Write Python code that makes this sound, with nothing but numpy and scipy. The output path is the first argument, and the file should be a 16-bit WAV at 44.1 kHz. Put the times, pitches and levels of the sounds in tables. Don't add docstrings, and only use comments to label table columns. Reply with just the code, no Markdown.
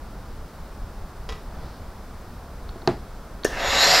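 import sys
import numpy as np
from scipy import signal
from scipy.fft import rfft, irfft, next_fast_len
from scipy.io import wavfile
from scipy.ndimage import map_coordinates

SR = 44100
rng = np.random.default_rng(int(sys.argv[2]) if len(sys.argv) > 2 else 0)


def master_out(mix):
    frames = np.transpose(np.atleast_2d(mix))
    ceiling = np.clip(frames, -1, 1)
    pcm = np.round(ceiling * 32767).astype(np.int16)
    wavfile.write(sys.argv[1], SR, pcm)


N = 176400


# time in seconds, strength of the flow in dB.
STEAM_FLOW = [(3.48, -48), (3.54, -36), (3.57, -29), (3.605, -26.5), (3.739, -20), (3.87, -16.5),
              (4.0, -16.5)]
# frequency in Hz, level in dB.
JET_SPECTRUM = [(60, -18), (280, -12.5), (580, -2), (1100, -4.5), (2000, -2.5), (3100, -8.5), (4000, -3),
                (5600, -6.5), (6200, -19.5), (7400, -14.5), (8100, -20), (10000, -33), (12800, -25.5),
                (15500, -59)]
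# frequency in Hz, width in Hz, boost in dB.
CHAMBER_PEAKS = [(700, 100, 2.5), (1816, 200, 3.5), (2705, 200, 4.5), (3470, 100, 0.5), (5700, 240, 4),
                 (6760, 320, 11.5), (7340, 170, 8.5), (11570, 390, 14)]
# time in seconds, pitch in Hz, level in dB.
WHISTLE_PATH = [(3.601, 3500, -39.5), (3.76, 3800, -30.5), (3.805, 4040, -22), (3.855, 4330, -23.5),
                (3.9, 4620, -24.5), (3.94, 4855, -26), (3.958, 4900, -20.5), (4.0, 4950, -30)]
# frequency in Hz, width in Hz, change in dB.
TABLE_DIPS = [(2400, 130, -4), (4620, 90, -4)]

def steam(flutter_db=0.8, sway_db=2, split_hz=2580, body_growth=0.8, treble_growth=2):
    t = clock()
    times, levels = np.transpose(STEAM_FLOW)
    flow_db = np.interp(t, times, levels, left=-120) - levels.max()
    jet = shape_bands(noise(JET_SPECTRUM), CHAMBER_PEAKS)
    sway = sum(band(jet, hz, width) * (amp(sway_db * wobble(20)) - 1) for hz, width, _ in CHAMBER_PEAKS)
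    jet = unit(jet + sway)
    body = lowpass(jet, split_hz)
    hiss = body * amp(body_growth * flow_db + flutter_db * wobble(90))
    hiss += (jet - body) * amp(treble_growth * flow_db + flutter_db * wobble(90))
    times, pitches, whistle_db = np.transpose(WHISTLE_PATH)
    phase = 2 * np.pi * np.cumsum(np.interp(t, times, pitches)) / SR
    waver = wobble(640) + 1j * wobble(640)
    whistle = unit(np.real(waver * np.exp(1j * phase)))
    whistle *= amp(np.interp(t, times, whistle_db, left=-120))
    dry = shape_bands(amp(levels.max()) * hiss + whistle, TABLE_DIPS)
    return room(near_echoes(dry), wet_db=-7)


# start in seconds, level in dB, crack in dB relative to the hit.
VALVE_HITS = [(3.4495, -6.5, -21), (3.4613, -21.5, -5)]
# pitch in Hz, level in dB, fade time in seconds.
VALVE_MODES = [(403, 2.5, 0.022), (606, -0.5, 0.01), (1560, -12.5, 0.026), (1785, -11.5, 0.04),
               (2830, -22, 0.05), (5300, -21.5, 0.07), (5850, -28, 0.1), (6690, -25, 0.088),
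               (12530, -26, 0.029)]
# frequency in Hz, level in dB.
SCRAPE_SPECTRUM = [(150, -13), (2800, -8.5), (4200, -15), (5500, -3.5), (9200, -10.5), (11500, -18),
                   (15000, -26)]
# frequency in Hz, level in dB.
HOSE_SPECTRUM = [(100, -12), (600, 1.5), (1250, -19), (1750, 1.5), (2250, -29), (2750, -12.5),
                 (4500, -16.5), (6000, -11), (7200, -22), (15000, -31)]

def valve():
    crack = crack_noise()
    hits = np.zeros(N)
    for start, db, crack_db in VALVE_HITS:
        contact = amp(crack_db) * crack * decay(start, fade_s=0.018, attack_s=0.00018)
        hits += amp(db) * (strike(start, VALVE_MODES, contact_s=0.00015) + contact)
    scrape = amp(-21.5) * noise(SCRAPE_SPECTRUM) * decay(3.4457, fade_s=0.038, attack_s=0.00046)
    hose = amp(-33) * noise(HOSE_SPECTRUM) * decay(VALVE_HITS[0][0], fade_s=1.1, attack_s=0.0015)
    return room(hits + scrape, wet_db=-14.5) + hose


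# start in seconds, level in dB, crack in dB relative to the knock.
BASE_KNOCKS = [(2.757, -34.5, -28), (2.829, -37, -20), (2.8753, -10, -2.5), (2.889, -20, -22)]
# pitch in Hz, level in dB, fade time in seconds.
BASE_MODES = [(132.6, -22.5, 0.38), (356, 4.5, 0.045), (443, -8.5, 0.072), (656, -3, 0.073),
              (830, -1, 0.016), (1002, -4, 0.031), (1460, -10, 0.0091), (4230, -10, 0.0072)]
# frequency in Hz, level in dB.
SHELL_SPECTRUM = [(60, 2), (200, 5), (1200, -9), (2800, -22), (4200, -27), (15000, -52)]

def lock(crack_lead_s=0.00051):
    crack = crack_noise()
    shell = amp(-12) * noise(SHELL_SPECTRUM)
    snap = unit(band(rng.standard_normal(N), centre_hz=4150, width_hz=620))
    dry = amp(-14.5) * snap * decay(2.8747, fade_s=0.0084, attack_s=0.0001)
    for start, db, crack_db in BASE_KNOCKS:
        contact = amp(crack_db) * crack * decay(start - crack_lead_s, fade_s=0.021, attack_s=0.00027)
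        shudder = shell * decay(start, fade_s=0.22, attack_s=0.00084)
        dry += amp(db) * (strike(start, BASE_MODES, contact_s=0.0011) + contact + shudder)
    return room(dry, wet_db=-17)


# frequency in Hz, level in dB.
CRACK_SPECTRUM = [(150, -22), (1000, 8), (2900, -10), (4300, -8), (5200, -22), (6100, -11), (7500, -34),
                  (15000, -35)]

def crack_noise():
    return noise(CRACK_SPECTRUM)


# start in seconds, level in dB.
GRIP_TICKS = [(2.691, -34), (2.8183, -39), (3.435, -27), (3.4695, -32)]
# pitch in Hz, relative level in dB, fade time in seconds.
PLASTIC_MODES = [(3300, -5, 0.022), (3780, -1.5, 0.022), (4380, 0.5, 0.023)]

def ticks():
    crack = amp(-4) * crack_noise()
    dry = np.zeros(N)
    for start, db in GRIP_TICKS:
        contact = crack * decay(start, fade_s=0.024, attack_s=0.00036)
        dry += amp(db) * (0.51 * strike(start, PLASTIC_MODES, contact_s=0.0002) + contact)
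    return room(dry, wet_db=-11)


# start in seconds, level in dB, crack in dB relative to the click.
FAR_CLICKS = [(1.2904, -26, -3), (1.2954, -30.5, -4), (1.3025, -26.5, -8), (1.3235, -35.5, 4.5)]
# pitch in Hz, relative level in dB, fade time in seconds.
FAR_MODES = [(458, -2, 0.12), (1060, 0, 0.023), (1937, -8, 0.18), (3240, -4, 0.015)]
# frequency in Hz, level in dB.
FAR_CRACK_SPECTRUM = [(1100, 0), (2400, -5), (3600, -5), (5500, -10), (7500, -18), (15000, -32)]

def far_click():
    crack = noise(FAR_CRACK_SPECTRUM)
    dry = np.zeros(N)
    for start, db, crack_db in FAR_CLICKS:
        contact = amp(crack_db) * crack * decay(start, fade_s=0.022, attack_s=0.0002)
        dry += amp(db) * (0.5 * strike(start, FAR_MODES, contact_s=0.0002) + contact)
    return room(dry, wet_db=-3.5)


# frequency in Hz, level in dB.
BRUSH_SPECTRUM = [(300, -8), (2300, -6), (4800, 3), (8000, -20), (15000, -28)]

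def hand_brush(peak_s=1.68, width_s=0.14):
    return amp(-56.5) * noise(BRUSH_SPECTRUM) * bell(clock(), peak_s, width_s)


# frequency in Hz, level in dB.
FAN_SPECTRUM = [(10, -9), (24, 1.5), (64, -3.5), (110, -14), (190, -14), (320, -20.5), (780, -21.5),
                (1350, -25), (1900, -33.5), (2800, -40.5), (5200, -39.5), (7000, -50), (15500, -59.5)]

def fan(swell_db=2.2, gust_db=3, gust_s=1.63, gust_width_s=0.11):
    air = noise(FAN_SPECTRUM)
    low = lowpass(air, 130)
    rumble = low * amp(swell_db * wobble(16))
    gust = lowpass(air, 2000) * (amp(gust_db * bell(clock(), gust_s, gust_width_s)) - 1)
    return amp(-37) * (air - low + rumble + gust)


# frequency in Hz, level in dB.
HISS_SPECTRUM = [(30, 5), (700, -1), (3000, -2), (8000, 0), (15000, -1)]

def faint_hiss():
    return amp(-57) * np.array([noise(HISS_SPECTRUM), noise(HISS_SPECTRUM)])


# frequency in Hz, fade time in seconds.
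ROOM_FADES = [(150, 0.47), (1500, 0.37), (5000, 0.38), (14000, 0.22)]

def room(x, wet_db):
    hz, t, bands = signal.stft(rng.standard_normal(SR // 2), SR, nperseg=256)
    fade = amp(-60 * t / along(ROOM_FADES, hz)[:, None])
    tail = signal.istft(bands * fade, SR, nperseg=256)[1]
    tail = np.pad(tail / np.linalg.norm(tail), (SR // 300, 0))
    return x + amp(wet_db) * signal.fftconvolve(x, tail)[:N]


def near_echoes(x, count=7, spread_s=0.018, gain=0.07):
    delays = spread_s * (np.arange(count) + 1 + rng.random(count)) / count
    return x + gain * sum(np.pad(x, (int(delay * SR), 0))[:N] for delay in delays)


def strike(start, modes, contact_s):
    t = np.arange(SR // 3) / SR
    ring = np.zeros(len(t))
    for k, (hz, db, fade_s) in enumerate(modes):
        level = amp(db + rng.standard_normal() / 2 - 60 * t / fade_s)
        ring += (-1) ** k * level * np.sin(2 * np.pi * hz * t)
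    out = np.zeros(N + SR)
    out[round(start * SR):][:len(t)] = ring * (1 - np.exp(-t / contact_s))
    return out[:N]


def decay(start, fade_s, attack_s):
    t = np.maximum(clock() - start, 0)
    return amp(-60 * t / fade_s) * (1 - np.exp(-t / attack_s))


def noise(spectrum):
    return unit(filtered(rng.standard_normal(N), lambda hz: amp(along(spectrum, hz))))


def filtered(x, response):
    size = next_fast_len(N + SR // 2)
    return irfft(rfft(x, size) * response(np.fft.rfftfreq(size, 1 / SR)), size)[..., :N]


def lowpass(x, cutoff_hz):
    return filtered(x, lambda hz: 1 / (1 + (hz / cutoff_hz) ** 4))


def band(x, centre_hz, width_hz):
    return filtered(x, lambda hz: bell(hz, centre_hz, width_hz))


def shape_bands(x, bands):
    return filtered(x, lambda hz: amp(sum(db * bell(hz, centre, width) for centre, width, db in bands)))


def wobble(rate):
    return map_coordinates(rng.standard_normal(int(N * rate / SR) + 4), [clock() * rate])


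def along(points, hz):
    frequencies, values = np.transpose(points)
    return np.interp(np.log(hz + 1), np.log(frequencies + 1), values)


def bell(x, centre, width):
    return np.exp(-((x - centre) / width) ** 2)


def amp(db):
    return 10 ** (np.asarray(db) / 20)


def unit(x):
    return x / np.sqrt(np.mean(x ** 2) + 1e-20)


def clock():
    return np.arange(N) / SR


def scene():
    centre = fan() + hand_brush() + far_click() + ticks() + lock() + valve() + steam()
    return centre + faint_hiss()


def record(dry, top_hz=15800):
    return filtered(dry, lambda hz: hz < top_hz)


dry = scene()
out = record(dry)
master_out(out)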